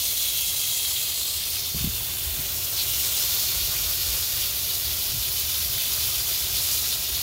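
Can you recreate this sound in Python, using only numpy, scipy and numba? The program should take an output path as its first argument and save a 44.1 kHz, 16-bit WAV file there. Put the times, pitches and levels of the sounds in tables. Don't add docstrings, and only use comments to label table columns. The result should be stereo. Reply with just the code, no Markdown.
import sys
import numpy as np
from scipy import signal
from scipy.fft import rfft, irfft, next_fast_len
from scipy.io import wavfile
from scipy.ndimage import uniform_filter1d, map_coordinates
from numba import njit

SR = 44100
rng = np.random.default_rng(int(sys.argv[2]) if len(sys.argv) > 2 else 0)


def digitize_waveform(pressure):
    field = np.atleast_2d(pressure).T
    bounded = np.clip(field, -1, 1)
    quanta = np.round(bounded * 32767).astype(np.int16)
    wavfile.write(sys.argv[1], SR, quanta)


N = 318402

# (time [s], level at the phone [dB])
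NOZZLE_DB = [(0, 0), (.6, -1), (1.3, -3.5), (1.7, -6.5), (2.05, -17), (2.7, -17), (3.3, -15), (7.22, -12.5)]
# (time [s], force [dB])
STRIKE_DB = [(0, -3), (.8, -3.5), (1.65, -3), (2.3, -2.5), (2.7, -2.5), (2.77, -0.5), (3.25, 1.2),
             (3.55, 0.8), (4.45, 0), (4.54, -1.25), (5.5, -1), (6.1, -.2), (6.86, -0.2), (6.96, -1.4),
             (7.22, -1)]
# (time [s], lead of the left port [ms])
JET_DIRECTION_MS = [(0, .325), (.6, .305), (1.2, .27), (1.6, .19), (2.05, 0.11), (2.7, 0.14), (3.4, 0.16),
                    (7.22, 0.18)]
# (frequency [Hz], gain [dB])
PATTER_COLOUR = [(200, -28), (500, -18), (900, -18.5), (1300, -13.5), (1700, -15.5), (2100, -9.5),
                 (2650, -3.5), (3150, 0), (4700, 1), (5600, -3), (7000, -4.5), (8000, -37), (12000, -11)]
# (frequency [Hz], left minus right [dB])
PATTER_PORTS = [(300, 3), (900, 1.5), (2100, 3), (2700, 0), (3200, -2.5), (3800, 0.5), (4700, -2),
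                (5500, 5), (8000, -2)]
# (frequency [Hz], gain [dB])
JET_COLOUR = [(1500, -18), (4000, -2), (6800, 2.5), (8200, 2), (9800, 1), (12000, -2), (16000, -15)]
# (middle [s], length [s], extra root hiss [dB])
STEM_GLANCES = [(3.14, .2, 2.5), (6.36, .12, 2), (6.73, .24, 3.5)]
# (frequency [Hz], gain [dB])
MIST_COLOUR = [(6000, -28.5), (9000, -8), (11300, -2), (13000, 0), (14800, 3.5), (16000, -1)]
# (time [s], left minus right [dB])
MIST_SIDE_DB = [(0, 11), (.6, 6), (1.4, 11), (1.7, 7), (2.05, 0), (3.2, 3), (3.55, 6.5), (4.15, 6),
                (4.7, 2), (6.25, 4.5), (6.85, 10), (7.22, 9)]
# (middle [s], level [dB], Gaussian spread [s])
ROOT_SLAPS = [(2.799, -22.5, 0.019), (4.226, -27, 0.00086)]
# (start [s], length [s], left level [dB], right minus left [dB])
BREEZE_GUSTS = [(1.74, 0.15, -29, -25), (1.92, 0.31, -38, -8), (2.23, 0.19, -33, -21),
                (3.53, 0.39, -35.5, -5), (3.993, 0.14, -35, -6), (4.32, .1, -40, -12),
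                (4.83, .13, -35, -14), (5.077, .11, -31.5, -17), (5.262, .22, -39, -15),
                (5.593, 0.18, -36, -15), (5.973, 0.093, -37, -10), (6.498, 0.057, -36, -10),
                (7.073, 0.057, -41, -15)]
# (frequency [Hz], gain [dB])
EDDY_COLOUR = [(12, -30), (28, -16), (50, 7), (80, 5.5), (130, -4.5), (200, -16), (300, -25), (600, -50),
               (2000, -90)]
# (start [s], envelope peak [dB], pitch [Hz])
PORT_BUFFETS = [(1.741, -23.5, 139), (1.758, -24, 190), (1.808, -28, 110), (1.842, -16.5, 167),
                (1.855, -23, 150), (1.872, -22, 129), (2.391, -27, 150), (5.138, -28, 131)]
# (frequency [Hz], gain [dB])
RUMBLE_COLOUR = [(15, -45), (32, -16), (50, -2.5), (72, 1.5), (115, -3.5), (160, -12), (230, -19),
                 (300, -19), (380, -12), (510, -24), (660, -14.5), (900, -23), (1500, -29), (5000, -64)]
# (time [s], level [dB])
RUMBLE_DB = [(0, -45.5), (1.2, -45.5), (2.5, -40.5), (4, -42.5), (5.2, -42), (7.22, -41.5)]

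PATTER_DB = -25.5
PATTER_SIDE_DB, NOZZLE_SIDE_DB = 1.35, -3.5
NOZZLE_HISS_DB, ROOT_HISS_DB, ROOT_HISS_DB_PER_DB = -26.5, -29.5, 1.4
NOZZLE_MIST_DB, ROOT_MIST_DB, ROOT_MIST_DB_PER_DB = -24.5, -22.5, 0.78
MIST_BEAM_DB_PER_DB = 2.5
DRIFT_LOSS_DB_PER_DB = 0.19
ROOTS_LEAD_MS = (-.11, .01)
NEAR_ECHO_MS = (0.679, 1.64)
DIRECT_HISS_DB = (-4, 1)
LOWER_COMB_HZ, UPPER_COMB_HZ, COMB_DB = (3510, 3370), (4260, 4080), (-9.5, 3.5)
COMB_WANDER_SHARE, COMB_MASKING_DB_PER_DB = 0.013, 0.65
GUST_ATTACK_S, GUST_RELEASE_S = 0.015, 0.034
TOP_HZ = 15750


def spray():
    nozzle_db, = curves(NOZZLE_DB)
    strike_db, = curves(STRIKE_DB)
    drift_db, = curves(MIST_SIDE_DB)
    jet_ms, = curves(JET_DIRECTION_MS)
    near = undb(nozzle_db)
    roots_ms = between(ROOTS_LEAD_MS, near)
    echo_ms = between(NEAR_ECHO_MS, near ** 2)

    nozzle_hiss = undb(NOZZLE_HISS_DB + nozzle_db)
    root_hiss = undb(ROOT_HISS_DB + ROOT_HISS_DB_PER_DB * strike_db + glances())
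    nozzle_mist = undb(NOZZLE_MIST_DB + MIST_BEAM_DB_PER_DB * nozzle_db)
    root_mist = undb(ROOT_MIST_DB + ROOT_MIST_DB_PER_DB * strike_db)

    drops = patter(jet_ms, roots_ms, echo_ms, nozzle_db, strike_db) * undb(PATTER_DB + strike_db)
    hiss = jet(jet_ms, echo_ms, near) * np.hypot(nozzle_hiss, root_hiss)
    sizzle = mist(jet_ms) * np.hypot(nozzle_mist, root_mist) * undb(-DRIFT_LOSS_DB_PER_DB * drift_db)
    return (drops * pan(np.full(N, PATTER_SIDE_DB))
            + hiss * pan(NOZZLE_SIDE_DB * near)
            + sizzle * pan(drift_db))


def patter(jet_ms, roots_ms, echo_ms, nozzle_db, strike_db):
    tearing = impacts(per_second=26000, spread_db=1.2)
    tearing = tearing + undb(nozzle_db + 7.5) * resonance(tearing, np.full(N, 2080.), 220.)
    tearing = undb(-2.5) * from_spot(tearing, jet_ms)
    struck = undb(-1.5) * from_spot(impacts(per_second=14000, spread_db=2.0), roots_ms)
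    scattered = undb(-2.5) * shower(per_second=16000, spread_db=2.5, half_width_ms=.45, lead_ms=.28)
    water = scattered + among_plants(tearing + struck, echo_ms,
                                     near_db=-12, far_db=-9, far_ms=1.9, sway=0.0531)

    beside = undb(nozzle_db) ** 2
    lower_hz = between(LOWER_COMB_HZ, beside) * (1 + COMB_WANDER_SHARE * walk(1.42))
    upper_hz = between(UPPER_COMB_HZ, beside) * (1 + COMB_WANDER_SHARE * walk(1.42))
    bands = np.array([resonance(x, lower_hz, 270.0) + resonance(x, upper_hz, 280.0) for x in water])
    bands_db = between(COMB_DB, beside ** 2) - COMB_MASKING_DB_PER_DB * strike_db
    water = water + undb(bands_db) * bands
    return steady(colour(flicker(water, depth_db=1.5, rate_hz=34, count=8), PATTER_COLOUR, PATTER_PORTS))


def jet(jet_ms, echo_ms, near):
    direct = among_plants(from_spot(rng.standard_normal(N), jet_ms), echo_ms,
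                          near_db=-18, far_db=-8, far_ms=1.7, sway=0.063)
    scattered = shower(per_second=27000, spread_db=3.0, half_width_ms=.45)
    hiss = undb(between(DIRECT_HISS_DB, near)) * direct + scattered
    return steady(colour(hiss, JET_COLOUR)) * undb(1.0 * walk(40))


def glances():
    t = np.arange(N) / SR
    return sum(db * np.exp(-(2 * (t - s) / length_s) ** 2) for s, length_s, db in STEM_GLANCES)


def mist(jet_ms):
    direct = undb(-15.0) * from_spot(rng.standard_normal(N), jet_ms)
    sizzle = direct + shower(per_second=30000, spread_db=2.5, half_width_ms=.45)
    return level(colour(sizzle, MIST_COLOUR)) * undb(0.79 * walk(60))


def slaps():
    t = np.arange(N) / SR
    swell = sum(undb(db) * np.exp(-((t - s) / spread_s) ** 2 / 2) for s, db, spread_s in ROOT_SLAPS)
    splash_colour = [(1000, -34), (2800, -8), (4400, 5), (6000, -18), (9000, -13), (14500, -9)]  # (Hz, dB)
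    splash = colour(shower(per_second=20000, spread_db=0, half_width_ms=0.086), splash_colour)
    return swell * level(splash)


def drips(low_hz, high_hz, cycles, spread_db, count=1400):
    out = np.zeros((2, N))
    for when, pitch, size, side in rng.random((count, 4)):
        hz = low_hz * (high_hz / low_hz) ** pitch
        start = int(when * N)
        length = min(int(cycles * SR / hz), N - start)
        turn = np.arange(length) * hz / SR
        age = turn / cycles
        fade = np.exp(-np.log(100) * age)
        ring = np.sin(2 * np.pi * turn * (1 + 0.16 * age)) * fade
        out[:, start:start + length] += np.sqrt([[side], [1 - side]]) * ring * undb(spread_db * size ** 2)
    return level(out)


def breeze():
    t, strength = np.arange(N) / SR, 0
    for s, length_s, db, right_db in BREEZE_GUSTS:
        rise = np.clip((t - s) / GUST_ATTACK_S, 0, 1)
        fall = np.exp(-np.maximum(t - s - length_s, 0) / GUST_RELEASE_S)
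        strength = strength + rise * fall * undb([[db], [db + right_db]])
    return strength * level(colour(rng.standard_normal((2, N)), EDDY_COLOUR))


def buffets(peak_s, flutter_db, right_db, size=4096):
    flutter_colour = [(80, -20), (170, 8.5), (300, -5.0), (550, -17.5), (1100, -45), (5000, -90)]  # (Hz, dB)
    flutter = level(colour(rng.standard_normal(N), flutter_colour))
    out, age_s = np.zeros(N), np.arange(size) / SR
    envelope = age_s / peak_s * np.exp(1 - age_s / peak_s)
    for s, db, hz in PORT_BUFFETS:
        span = slice(int(s * SR), int(s * SR) + size)
        shove = np.sin(2 * np.pi * hz * age_s) + undb(flutter_db) * flutter[span]
        out[span] += undb(db) * shove * envelope
    return np.array([out, undb(right_db) * out])


def distance():
    distance_db, = curves(RUMBLE_DB)
    air = rng.standard_normal(N) + undb(-12.5) * rng.standard_normal((2, N))
    return level(colour(air, RUMBLE_COLOUR)) * undb(distance_db)


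def impacts(per_second, spread_db):
    hit = rng.random(N) < per_second / SR
    size_db = spread_db * np.minimum(rng.exponential(size=N), 7)
    return level(hit * undb(size_db) * rng.choice([-1, 1], N))


def shower(per_second, spread_db, half_width_ms, lead_ms=0):
    drops = impacts(per_second, spread_db)
    late_ms = lead_ms + half_width_ms * rng.uniform(-1, 1, N)
    arrival = np.arange(N) + np.round(late_ms * SR / 1000).astype(int)
    return level(np.array([drops, np.bincount(arrival % N, drops, N)]))


def from_spot(x, lead_ms):
    source_index = np.arange(N) - lead_ms * SR / 1000
    return np.array([x, map_coordinates(x, [source_index], order=3, mode="mirror")])


def among_plants(pair, echo_ms, near_db, far_db, far_ms, sway, count=2):
    out = []
    for x, stretch in zip(pair, (1, .88)):
        leaves = 0
        for k in range(count):
            leaf_ms = far_ms * stretch * np.sqrt(1 + 2 * k) * (1 + sway * walk(0.701))
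            leaves = leaves + (-1) ** k * delay(x, leaf_ms)
        out.append(x + undb(near_db) * delay(x, echo_ms * stretch) + undb(far_db) * leaves)
    return np.array(out)


def delay(x, ms):
    now = np.arange(N)
    return np.interp(now - ms * (SR / 1000), now, x)


@njit
def resonance(x, hz, width_hz):
    y, band, low = np.empty(len(x)), 0., 0.
    for i in range(len(x)):
        g, k = np.tan(np.pi * hz[i] / SR), width_hz / hz[i]
        v = (band + g * (x[i] - low)) / (1 + g * (g + k))
        band, low, y[i] = 2 * v - band, low + 2 * g * v, k * v
    return y


def colour(x, points, sides=None):
    size = next_fast_len(N, real=True)
    log_hz = np.log(np.fft.rfftfreq(size, 1 / SR) + 1)

    def shape_db(table):
        hz, db = np.transpose(table)
        return np.interp(log_hz, np.log(hz), db)

    gain = undb(shape_db(points))
    if sides is not None:
        gain = gain * pan(shape_db(sides))
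    return irfft(rfft(x, size) * gain, size)[..., :N]


def flicker(x, depth_db, rate_hz, count=9):
    size = next_fast_len(N, real=True)
    spectrum = rfft(x, size)
    hz = np.fft.rfftfreq(size, 1 / SR) + 1
    place = np.clip(count - 1 + 2 * np.log2(hz / TOP_HZ), 0, count - 1)
    out = 0
    for k in range(count):
        band = irfft(spectrum * np.maximum(1 - abs(place - k), 0), size)[:, :N]
        out = out + band * undb(depth_db * walk(rate_hz))
    return out


def walk(rate_hz):
    knots = rng.standard_normal(8192)
    return np.interp(np.arange(N) * (rate_hz / SR), np.arange(len(knots)), knots) * np.sqrt(3 / 2)


def pan(db):
    return undb(np.array([db, -db]) / 2) / np.sqrt(np.cosh(db * np.log(10) / 20))


def steady(pair, span_s=0.19):
    return pair / np.sqrt(uniform_filter1d(np.mean(pair ** 2, axis=0), int(span_s * SR)))


def level(x):
    return x / np.sqrt(np.mean(x ** 2))


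def undb(db):
    return 10 ** (np.asarray(db) / 20)


def between(ends, share):
    return ends[0] + (ends[1] - ends[0]) * share


def curves(table):
    s, *columns = np.transpose(table)
    return [np.interp(np.arange(N) / SR, s, c) for c in columns]


def scene():
    sputter = undb(0.38 * walk(7) + 0.12 * walk(30) + 0.56 * walk(350))
    run_off = undb(-55) * drips(low_hz=848, high_hz=4200, cycles=8.9, spread_db=11.0)
    wind = breeze() + buffets(peak_s=0.0047, flutter_db=-6, right_db=-36)
    return spray() * sputter + slaps() + run_off + wind + distance()


def record(dry):
    return signal.sosfilt(signal.ellip(12, .2, 85, TOP_HZ, fs=SR, output="sos"), dry)


dry = scene()
out = record(dry)
digitize_waveform(out)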